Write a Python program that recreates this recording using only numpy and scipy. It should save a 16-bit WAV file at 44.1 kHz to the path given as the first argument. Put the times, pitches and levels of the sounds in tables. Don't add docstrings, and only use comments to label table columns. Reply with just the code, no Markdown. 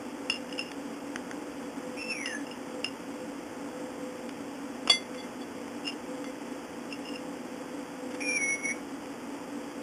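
import sys
import numpy as np
from scipy import signal
from scipy.fft import rfft, irfft, next_fast_len
from scipy.io import wavfile
from scipy.ndimage import map_coordinates

SR = 44100
rng = np.random.default_rng(int(sys.argv[2]) if len(sys.argv) > 2 else 0)


def store_pcm(level_fs):
    pcm = np.round(np.clip(level_fs, -1, 1) * 32767).astype(np.int16)
    wavfile.write(sys.argv[1], SR, np.atleast_2d(pcm).T)


N = 433062
T = np.arange(N) / SR

# start in seconds, level in dB, pitch of the main mode in Hz,
# t60 of the main mode in seconds, scratch in dB against the ring.
TAPS = [(0.2988, -11, 2780, .036, -23), (0.3414, -26, 2786, .035, -24), (0.494, -36, 2810, .025, -13),
        (0.526, -24.5, 2865, .02, -16), (0.592, -15, 2763, 0.027, -24), (2.258, -18.5, 2800, .028, -10),
        (2.467, -34, 2780, .028, -18), (2.5122, -31.5, 2820, 0.045, -20), (2.844, -13.5, 2793, .026, -18),
        (4.874, -20.5, 2780, .02, -11), (4.896, -17, 2760, 0.038, -9), (5.877, -20.5, 2812, .04, -15),
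        (5.924, -37, 3050, .035, -17), (6.9253, -24, 2740, 0.029, -16), (7.137, -35, 2790, .028, -18),
        (7.158, -31, 2760, .03, -18)]
# start in seconds, end in seconds, level in dB rms.
DRAGS = [(.31, .338, -41), (.348, .37, -45), (0.576, 0.597, -38), (.6, .632, -45), (.64, 0.713, -50.5),
         (2.275, 2.335, -46.5), (5.835, 5.915, -40), (5.882, 5.902, -42), (6.893, 6.925, -51),
         (7.04, 7.105, -46), (7.09, 7.19, -52)]
# pitch in Hz, level in dB,
# t60 in seconds, rise in seconds.
TOY_MODES = [(2802, 0, 0.029, 0.0013), (2720, -15, 0.018, 0.00036), (2940, -16, 0.014, 0.0004),
             (2813, -27, 0.11, 0.003)]
# start in seconds, level in dB,
# tilt of the upper modes in dB per octave.
CLINKS = [(0.299, -32, 12), (4.897, -6.5, 5), (5.156, -52, -24), (5.177, -41, 3), (5.2, -43, -10),
          (5.408, -43, 3), (6.243, -44, -15)]
# start in seconds, end in seconds, level in dB rms.
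ROCKING = [(5.155, 5.245, -54), (5.4, 5.45, -58)]
# pitch in Hz, level in dB, t60 in seconds, rise in seconds.
PLATE_MODES = [(3403, -2.5, 0.155, 0.0024), (3432, -20, 0.08, 0.003), (2086, -4, .2, 0.028),
               (2778, -13, 0.09, .001), (3205, -26, 0.12, .001), (2130, -21, 0.16, .004),
               (700, -18, 0.07, 0.00091), (2460, -24, 0.07, .001), (1150, -18, 0.045, .001)]
# start in seconds, level in dB, knock pitch in Hz.
SNAPS = [(0.298, -26, 1091), (0.718, -34, 1900), (1.1592, -17, 1630), (1.313, -22, 1560),
         (1.3335, -38, 1500), (4.875, -18, 1170), (4.879, -17.5, 1260), (6.243, -29, 1340),
         (9.059, -32, 2400)]
# start in seconds, length in seconds, level in dB.
SCUFFS = [(0.715, 0.0059, -26), (4.29, 0.007, -28), (4.883, 0.014, -27), (5.139, 0.018, -33.5),
          (5.677, 0.006, -34), (5.866, 0.016, -32), (8.099, 0.034, -38), (8.136, 0.027, -34),
          (8.2, 0.016, -32)]
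# start in seconds, end in seconds, shakiness from 0 to 1, room level in dB.
WHISTLES = [(1.97, 2.426, 1, -8.5), (8.203, 8.78, .45, -18)]
# time in seconds, pitch in Hz, level in dB,
# hoarseness (1 and above is all rasp).
SONG = [
    [(1.97, 2490, -38, 1.2), (1.99, 2692, -37, 0.7), (2.018, 2680, -34.5, .35), (2.04, 2640, -37.5, 0.1),
     (2.08, 2697, -35, .15), (2.11, 2680, -30, 0.2), (2.135, 2540, -32.5, 0.5), (2.16, 2394, -36.5, .35),
     (2.23, 2126, -36, 0.4), (2.26, 1974, -38, .3), (2.335, 1710, -37, 0.1), (2.37, 1713, -38, .2),
     (2.385, 1715, -52, .3), (2.41, 1750, -50, .2), (2.426, 1730, -52, .2)],
    [(8.203, 2433, -40, 1.1), (8.222, 2410, -33.5, 0.9), (8.24, 2442, -33.5, 0.4), (8.285, 2397, -26, 0.04),
     (8.312, 2346, -25.5, 0), (8.326, 2410, -29, 0.2), (8.356, 2375, -25.5, 0.07), (8.374, 2350, -24, .12),
     (8.39, 2230, -32.5, 0.3), (8.425, 2210, -24, 0.08), (8.475, 2192, -28, 0.14), (8.495, 2210, -26, 0),
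     (8.542, 2211, -26, 0.13), (8.565, 2205, -37, 0.25), (8.6, 2167, -43, .3), (8.64, 2220, -33, .3),
     (8.657, 2202, -22.5, 0), (8.668, 2210, -33, 0.2), (8.683, 2215, -28, 0.2), (8.713, 2200, -28, 0.65),
     (8.727, 2260, -38, 0.5), (8.79, 2245, -56, .4)],
]
# frequency in Hz, relative level in dB per Hz.
AIR = [(15, -76.5), (25, -29), (143, -18), (173, -14.5), (208, -26), (230, -3.5), (283, -1), (313, -5),
       (418, -10.5), (503, -6.5), (546, -11.5), (774, -15), (840, -12), (931, -15.5), (3400, -25),
       (4420, -72), (7480, -120)]
# centre in Hz, spread in Hz (6 dB down at 0.65 of it to each side),
# level in dB rms.
HUM = [(183, 14, -60), (244.2, 26, -50), (285.6, 9.7, -46), (504.7, 4.8, -49), (849, 120, -57)]
# frequency in Hz, relative level in dB per Hz.
HISS = [(3500, 7), (4400, 4), (4800, 16.5), (7000, 9.5), (9000, -28), (10300, -17), (10800, -34),
        (11500, 11), (14500, 9.5), (15500, -19)]

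SETTLE_DELAY_S, SETTLE_S, SETTLE_LOSS_DB = 0.0068, 0.042, 35
SLIP_SPREAD_DB, TICK_DB, TICK_T60_S = 3, -13, 0.006
LOWEST_TILT_HZ = 1600
BUZZ_DB, BUZZ_RATE_HZ = 1.5, 170
EDGE_S = 0.0028
JITTER, JITTER_RATE_HZ, FLUTTER_DB, FLUTTER_RATE_HZ = 0.011, 190, 2.6, 140
WAVER, WAVER_DB, WAVER_RATE_HZ = 0.0015, 0.6, 35
RASP_SPREAD_HZ, RASP_BELOW_HZ = 192, 110
HOLD_HZ, TOP_HZ = 8000, 15800


def toys(scratch_t60):
    out, t = np.zeros(N), T[:SR // 3]
    main_hz, _, main_t60, _ = TOY_MODES[0]
    for start, db, pitch_hz, ring_t60, scratch_db in TAPS:
        modes = [(hz * pitch_hz / main_hz, level, t60 * ring_t60 / main_t60, rise)
                 for hz, level, t60, rise in TOY_MODES]
        scratch = amp(scratch_db - 60 * t / scratch_t60) * grit(len(t), low_hz=700)
        add(out, start, amp(db) * (ring(modes, scatter_db=0.5) + scratch))
    return out


def chatter(strokes, modes, slips_per_s, pressed_t60):
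    out, t = np.zeros(N), T[:SR // 3]
    for start, end, db in strokes:
        length = max(round((end - start) * SR), 1)
        sizes = rng.choice([-1, 1], length) * amp(SLIP_SPREAD_DB * rng.standard_normal(length))
        happens = rng.random(length) < slips_per_s / SR
        slips = happens * sizes * signal.windows.tukey(length, 0.5)
        tick = amp(TICK_DB - 60 * t / TICK_T60_S) * grit(len(t), low_hz=1000)
        pressed_ring = ring(modes, scatter_db=3) * amp(-60 * t / pressed_t60)
        sound = signal.fftconvolve(slips, pressed_ring + tick)
        to_unit_rms = np.sqrt(length / (np.sum(sound ** 2) + 1e-9))
        add(out, start, amp(db) * sound * to_unit_rms)
    return out


def plate(clatter_db, clatter_t60):
    out, t = np.zeros(N), T[:SR // 3]
    main_hz = PLATE_MODES[0][0]
    for start, db, tilt_db in CLINKS:
        modes = [(hz, level + tilt_db * np.log2(hz / main_hz) * (hz > LOWEST_TILT_HZ), t60, rise)
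                 for hz, level, t60, rise in PLATE_MODES]
        clatter = amp(clatter_db - 60 * t / clatter_t60) * grit(len(t), low_hz=550)
        buzz = amp(BUZZ_DB * wobble(BUZZ_RATE_HZ)[:len(t)])
        add(out, start, amp(db) * (buzz * ring(modes, scatter_db=0.5) + clatter))
    return out


def beak(knock_t60, crack_db, crack_t60):
    out, t = np.zeros(N), T[:SR // 10]
    for start, db, hz in SNAPS:
        knock = amp(-60 * t / knock_t60) * np.sin(2 * np.pi * hz * t)
        crack = amp(crack_db - 60 * t / crack_t60) * grit(len(t), low_hz=590)
        add(out, start, amp(db) * (knock + crack))
    return out


def claws():
    out = np.zeros(N)
    for start, length_s, db in SCUFFS:
        swell = np.hanning(round(length_s * SR))
        add(out, start, amp(db) * swell * grit(len(swell), low_hz=800))
    return out


def voice(t60):
    return sum(room(whistle(start, end, shake, song), wet_db, t60)
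               for (start, end, shake, wet_db), song in zip(WHISTLES, SONG))


def whistle(start, end, shake, song):
    times, *columns = np.transpose(song)
    hz, db, hoarse = (np.interp(T, times, column) for column in columns)
    hoarse = np.clip(hoarse, 0, 1)
    tremble = shake * JITTER * wobble(JITTER_RATE_HZ) + WAVER * wobble(WAVER_RATE_HZ)
    phase = 2 * np.pi * np.cumsum(hz * (1 + tremble)) / SR
    under = phase - 2 * np.pi * RASP_BELOW_HZ * T
    spread = lambda f: 1 / (1 + (f / RASP_SPREAD_HZ) ** 3)
    rasp = (noise(spread) * np.sin(under) + noise(spread) * np.cos(under)) / np.sqrt(2)
    gate = np.clip(np.minimum(T - start, end - T) / EDGE_S, 0, 1)
    flutter_db = shake * FLUTTER_DB * wobble(FLUTTER_RATE_HZ) + WAVER_DB * wobble(WAVER_RATE_HZ)
    tone = np.sqrt(1 - hoarse ** 2) * np.sin(phase)
    return gate * amp(db + flutter_db) * (tone + hoarse * rasp)


def fan(rush_db):
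    out = amp(rush_db) * noise(lambda f: amp(along(AIR, f)))
    for hz, spread, db in HUM:
        out += amp(db) * noise(lambda f: 1 / (1 + ((f - hz) / (spread * 0.65)) ** 2))
    return out


def room(x, wet_db, t60):
    t = T[:SR // 2]
    tail = rng.standard_normal(len(t)) * amp(-60 * t / t60) * (t > 0.003)
    return x + amp(wet_db) * signal.fftconvolve(x, tail / np.linalg.norm(tail))[:N]


def ring(modes, scatter_db):
    t, out = T[:SR // 3], 0
    for hz, db, t60, rise in modes:
        fade = amp(db + scatter_db * rng.normal() - 60 * t / t60)
        out = out + fade * (1 - np.exp(-t / rise)) * np.sin(2 * np.pi * hz * t)
    return out


def grit(count, low_hz):
    highpass = signal.butter(2, low_hz, "high", fs=SR, output="sos")
    return signal.sosfilt(highpass, rng.standard_normal(count))


def noise(response):
    return unit(filtered(rng.standard_normal(N + SR // 2), response))


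def wobble(rate):
    return map_coordinates(rng.standard_normal(int(N * rate / SR) + 4), [T * rate])


def filtered(x, response):
    m = next_fast_len(N + SR // 2)
    return irfft(rfft(x, m) * response(np.fft.rfftfreq(m, 1 / SR)), m)[:N]


def along(points, hz):
    f, v = np.transpose(points)
    return np.interp(np.log(hz + 1), np.log(f + 1), v)


def amp(db):
    return 10 ** (np.asarray(db) / 20)


def unit(x):
    return x / np.sqrt(np.mean(x ** 2) + 1e-20)


def add(track, start, sound):
    part = track[round(start * SR):][:len(sound)]
    part += sound[:len(part)]


def scene():
    settling = [(start + SETTLE_DELAY_S, start + SETTLE_DELAY_S + SETTLE_S, db - SETTLE_LOSS_DB)
                for start, db, *_ in TAPS]
    plastic = toys(scratch_t60=0.089)
    plastic += chatter(DRAGS + settling, TOY_MODES, slips_per_s=900, pressed_t60=0.2)
    ceramic = plate(clatter_db=-17, clatter_t60=0.12)
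    ceramic += chatter(ROCKING, PLATE_MODES, slips_per_s=500, pressed_t60=0.068)
    bird = beak(knock_t60=0.006, crack_db=-4, crack_t60=0.016) + claws()
    near = room(plastic, wet_db=-10, t60=0.2)
    near += room(bird, wet_db=-13, t60=0.2)
    near += room(ceramic, wet_db=-16, t60=0.2)
    return (near + voice(t60=0.32) + fan(rush_db=-41.5))[None]


def record(dry):
    narrow = filtered(dry[0], lambda f: 1 / np.sqrt((1 + (f / 3540) ** 80) * (1 + (45 / (f + 1)) ** 6)))
    held = np.interp(np.floor(T * HOLD_HZ) / HOLD_HZ, T, narrow)
    smoothed = filtered(held, lambda f: 1 / np.sqrt(1 + (f / 10550) ** 200))
    steady_hiss = amp(-65.5) * noise(lambda f: amp(along(HISS, f)))
    level_following_noise = amp(-46) * smoothed * rng.standard_normal(N)
    return filtered(smoothed + steady_hiss + level_following_noise, lambda f: f < TOP_HZ)[None]


dry = scene()
out = record(dry)
store_pcm(out)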